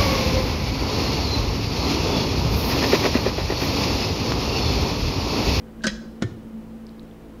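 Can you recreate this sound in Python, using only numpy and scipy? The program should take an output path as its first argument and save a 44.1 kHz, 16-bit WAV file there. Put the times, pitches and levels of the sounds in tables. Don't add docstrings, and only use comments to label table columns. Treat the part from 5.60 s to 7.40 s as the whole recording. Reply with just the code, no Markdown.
import sys
import numpy as np
from scipy import signal
from scipy.fft import rfft, irfft
from scipy.io import wavfile

SR = 44100
rng = np.random.default_rng(int(sys.argv[2]) if len(sys.argv) > 2 else 0)


def volts_from_db(level):
    exponent = np.asarray(level, float) / 20
    return 10 ** exponent


def unload_audio(sound):
    columns = np.transpose(np.atleast_2d(sound))
    steps = np.round(np.clip(columns, -1, 1) * 32767)
    wavfile.write(sys.argv[1], SR, steps.astype(np.int16))


N = 79380

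# order/1, level/dB rms
FAN_ORDERS = [(1, -51.5), (2, -60.5), (3, -52.5), (5, -55.5), (6, -59), (8, -59.5), (9, -57.5)]
# t/s, level/dB rms
FOURTH_ORDER_LEVEL = [(0, -44), (.15, -43.5), (.38, -35.5), (.55, -42), (.75, -48), (.88, -42.5),
                      (.98, -36.5), (1.06, -43.5), (1.14, -38.5), (1.3, -40), (1.45, -41), (1.6, -48.5),
                      (1.8, -41.5)]
FAN_HZ, WAVER_DB, WAVER_DB_PER_S = 55.58, 2.5, 17.7
WAVER_RAD, WAVER_RAD_PER_S = 0.45, 6
MAINS_HZ, MAINS_DB = 120, -58.5
SCAN_HZ, SCAN_DB = 15734, -80
# f/Hz, density/dB per Hz
AIR_SPECTRUM = [(12, -34), (20, 1), (90, -16), (166, -13.5), (188, -25.5), (223, -12), (305, -8.5),
                (494, -16), (3000, -36), (3900, -60), (6600, -120)]
# f/Hz, density/dB per Hz
HISS_SPECTRUM = [(1500, -47), (3000, 1.5), (7000, -6.5), (12000, -8), (15700, -7)]
AIR_DB, HISS_DB = -46, -63.5

# t/s, level/dB, t60/s
SLIDE_BURSTS = [
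    (.066, -47, 0.13),
]
# f/Hz, level/dB, t60/s
SLIDE_MODES = [(1630, -15, 0.016), (1860, -13.5, 0.0045)]
# t/s, level/dB, t60/s
RUSTLE_BURSTS = [
    (.2185, -43.5, 0.3),
]
# f/Hz, level/dB, t60/s
RUSTLE_MODES = [(4000, -4, 0.0017), (6600, -24, 0.0019)]
# t/s, level/dB, t60/s
KNOCK_BURSTS = [
    (.2362, -26.5, 0.039),
    (.2394, -19.5, .015),
    (.2428, -24.5, 0.034),
    (.2520, -26, 0.054),
]
# f/Hz, level/dB, t60/s
KNOCK_MODES = [(1400, -18, 0.004), (1620, -3.5, 0.018), (3140, -7, 0.0029), (3980, -13.5, 0.005),
               (4480, -17, 0.024), (4800, -10.5, 0.003), (5760, -20, 0.0056), (6700, -43, 0.018)]
# t/s, level/dB, t60/s
GRAZE_BURSTS = [
    (.2676, -17.5, 0.024),
]
# f/Hz, level/dB, t60/s
GRAZE_MODES = [(5270, -0.5, 0.0045), (6170, -2, 0.0038), (6850, -17, 0.0073), (10900, -11, 0.0018)]
# t/s, level/dB, t60/s
REBOUND_BURSTS = [
    (.2695, -20.5, 0.03),
    (.2725, -28, 0.06),
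    (.2800, -24, 0.018),
    (.2905, -34.5, 0.091),
]
# f/Hz, level/dB, t60/s
REBOUND_MODES = [(1200, -35, 0.034), (1907, -8, 0.02), (2500, -11, 0.0046), (3080, -50, .06),
                 (3360, -3.5, 0.0054), (3965, -15.5, 0.047), (4900, -38, 0.037), (4630, -5, 0.0037),
                 (6300, -39, 0.024), (7050, -44, 0.0093), (8040, -53, 0.012)]
# t/s, level/dB, t60/s
BUMP_BURSTS = [
    (.6150, -47.5, 0.09),
    (.6218, -22, 0.04),
    (.6265, -55, 0.047),
    (.6350, -46.5, 0.043),
]
# f/Hz, level/dB, t60/s
BUMP_MODES = [(1310, -14, 0.01), (1537, -6, 0.0098), (2130, -4.5, 0.005), (3220, -4.5, 0.004),
              (4030, -10.5, 0.0031), (5010, -16.5, 0.0056), (6390, -21.5, 0.0071), (8640, -42, 0.0012)]
# t/s, level/dB, t60/s
CRACK_BURSTS = [
    (.2394, -19, .014),
    (.2700, -21, .02),
]
# f/Hz, level/dB, t60/s
CRACK_MODES = [(4640, -20, .003), (7200, -8, 0.0072), (10700, -43, 0.0016), (13900, -24, .002)]
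SLIPS_PER_S, SLIP_RISE_S = 14000, 0.00054

# t/s, level/dB, f/Hz, t60/s
PINGS = [(.2075, -43, 1620, .04), (.2392, -24, 1628, .06), (.2415, -20, 1540, .045),
         (.2426, -22, 1628, .055), (.2430, -27, 1890, .045), (.2515, -28, 1600, .045),
         (.2700, -24, 5135, .05), (.2705, -30, 2146, .05), (.2710, -38, 5200, .3), (.2712, -38, 6400, .2),
         (.2715, -34, 3080, .08), (.6225, -26, 1500, .025), (.6260, -35, 1793, .12)]
# t/s, level/dB, f/Hz, t60/s
THUDS = [(.2400, -20.5, 233.4, 0.22), (.2410, -26.5, 627, .07), (.2500, -25.5, 355.6, 0.11),
         (.2660, -20.5, 538, 0.058), (0.2663, -15.5, 211.3, .1), (0.2705, -21.5, 54.4, 0.043),
         (0.314, -31.5, 52.3, 0.28), (0.6198, -7, 234.7, 0.03), (.6210, -21.5, 512, 0.031),
         (.6215, -30, 679, 0.064), (.6240, -24, 366.5, 0.13), (.6270, -16.5, 309, 0.058),
         (0.637, -15.5, 116.6, 0.096), (.6450, -29, 104, 0.11), (0.71, -35, 113, 0.11)]
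BODY_CONTACT_CYCLES = 1.6
# t/s, level/dB, f/Hz
TICKS = [(1.2674, -45, 7900), (1.2674, -33, 4970), (1.2878, -44, 4200), (1.2925, -36, 4300),
         (1.3048, -56, 4800), (1.3950, -31.5, 4000), (1.4310, -47, 7200), (1.4545, -49, 3100),
         (1.512, -41, 3340), (1.656, -48, 3460)]
TICK_T60_CYCLES, TICK_CONTACT_CYCLES = 13, 3.5
# f/Hz, t60/s
ROOM_T60 = [(100, 0.72), (500, 1), (2000, 0.44), (5000, 0.58), (9000, 0.32), (14000, 0.38)]
ROOM_DB, ROOM_BUILDUP_S = -13.5, 0.002


def at_hz(points, hz):
    p = np.array(points, float)
    return np.interp(np.log(np.maximum(hz, 1)), np.log(p[:, 0]), p[:, 1])


def rms_one(x):
    return x / np.sqrt(np.mean(x ** 2) + 1e-20)


def drift(rate_hz):
    r = np.exp(-2 * np.pi * rate_hz / SR)
    noise = rng.standard_normal(N + SR)
    return rms_one(signal.lfilter([1], [1, -2 * r, r * r], noise)[SR:])


def hum():
    t = np.arange(N) / SR
    lines = [(order * FAN_HZ, db) for order, db in FAN_ORDERS]
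    lines.append((4 * FAN_HZ, np.interp(t, *np.transpose(FOURTH_ORDER_LEVEL))))
    out = np.zeros(N)
    for hz, db in lines:
        level = volts_from_db(db + WAVER_DB * drift(WAVER_DB_PER_S))
        phase = WAVER_RAD * drift(WAVER_RAD_PER_S) + 2 * np.pi * rng.random()
        out += level * np.sin(2 * np.pi * hz * t + phase)
    out += volts_from_db(MAINS_DB) * np.sin(2 * np.pi * MAINS_HZ * t)
    out += volts_from_db(SCAN_DB) * np.sin(2 * np.pi * SCAN_HZ * t)
    return np.sqrt(2) * out


def coloured(spectrum):
    hz = np.fft.rfftfreq(N, 1 / SR)
    white = rfft(rng.standard_normal(N))
    return rms_one(irfft(white * volts_from_db(at_hz(spectrum, hz)), N))


def air():
    return volts_from_db(AIR_DB + 0.17 * drift(2.3)) * coloured(AIR_SPECTRUM)


def hiss():
    return volts_from_db(HISS_DB) * coloured(HISS_SPECTRUM)


def ring(force, hz, t60_s):
    r = volts_from_db(-60 / (max(t60_s, .001) * SR))
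    w = 2 * np.pi * hz / SR
    return signal.lfilter([0, np.sin(w)], [1, -2 * r * np.cos(w), r * r], force + 1e-18)


def knock(bursts, modes):
    t = np.arange(N) / SR
    occurs = rng.random(N) < SLIPS_PER_S / SR
    slips = rms_one(occurs * rng.uniform(-1, 1, N))
    envelope = np.zeros(N)
    for start_s, db, t60_s in bursts:
        age = np.maximum(t - start_s, 0)
        envelope += (1 - np.exp(-age / SLIP_RISE_S)) * volts_from_db(db - 60 * age / t60_s)
    drive = slips * envelope
    return sum(volts_from_db(db) * ring(drive, hz, t60_s) for hz, db, t60_s in modes) / 3


def clacks():
    out = knock(KNOCK_BURSTS, KNOCK_MODES) + knock(REBOUND_BURSTS, REBOUND_MODES)
    out += knock(BUMP_BURSTS, BUMP_MODES) + knock(SLIDE_BURSTS, SLIDE_MODES)
    out += knock(RUSTLE_BURSTS, RUSTLE_MODES) + knock(GRAZE_BURSTS, GRAZE_MODES)
    band = signal.butter(3, [1100, 9000], "band", fs=SR, output="sos")
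    return signal.sosfilt(band, out)


def swell(start_s, db, hz, t60_s, contact_cycles):
    n = int(contact_cycles * SR / hz) + 3
    push = np.hanning(n) * np.cos(2 * np.pi * hz * (np.arange(n) - n / 4) / SR)
    start = int(start_s * SR)
    force = np.zeros(N + SR)
    force[start:start + n] = -4 * push / n
    return volts_from_db(db) * ring(force[:N], hz, t60_s)


def pings():
    return sum(swell(*row, BODY_CONTACT_CYCLES) for row in PINGS)


def thuds():
    return sum(swell(*row, BODY_CONTACT_CYCLES) for row in THUDS)


def cracks():
    return knock(CRACK_BURSTS, CRACK_MODES)


def ticks():
    return sum(swell(start_s, db, hz, TICK_T60_CYCLES / hz, TICK_CONTACT_CYCLES)
               for start_s, db, hz in TICKS)


def room(x):
    t = np.arange(SR) / SR
    edges_hz = 60 * 2 ** np.arange(0, 8.1, .5)
    white = rng.standard_normal((2, SR))
    echo = np.zeros(SR)
    for k, (low, high) in enumerate(zip(edges_hz, edges_hz[1:])):
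        sos = signal.butter(2, [low, high], "band", fs=SR, output="sos")
        t60_s = at_hz(ROOM_T60, np.sqrt(low * high))
        echo += signal.sosfilt(sos, white[k % 2]) * volts_from_db(-60 * t / t60_s)
    echo *= 1 - np.exp(-(t / ROOM_BUILDUP_S) ** 2)
    echo /= np.sqrt(np.sum(echo ** 2))
    return volts_from_db(ROOM_DB) * signal.fftconvolve(x, echo)[:N]


def scene():
    hits = clacks() + cracks() + thuds() + pings() + ticks()
    return (hits + room(hits) + hum() + air() + hiss())[None]


def band_limit(x):
    return signal.sosfilt(signal.butter(12, 16430, fs=SR, output="sos"), x)


def record(dry):
    rumble_cut = signal.butter(1, 15, "high", fs=SR, output="sos")
    treble_cut = signal.cheby2(12, 26, 15900, fs=SR, output="sos")
    mix = signal.sosfilt(treble_cut, signal.sosfilt(rumble_cut, dry))
    return band_limit(mix)


dry = scene()
out = record(dry)
unload_audio(out)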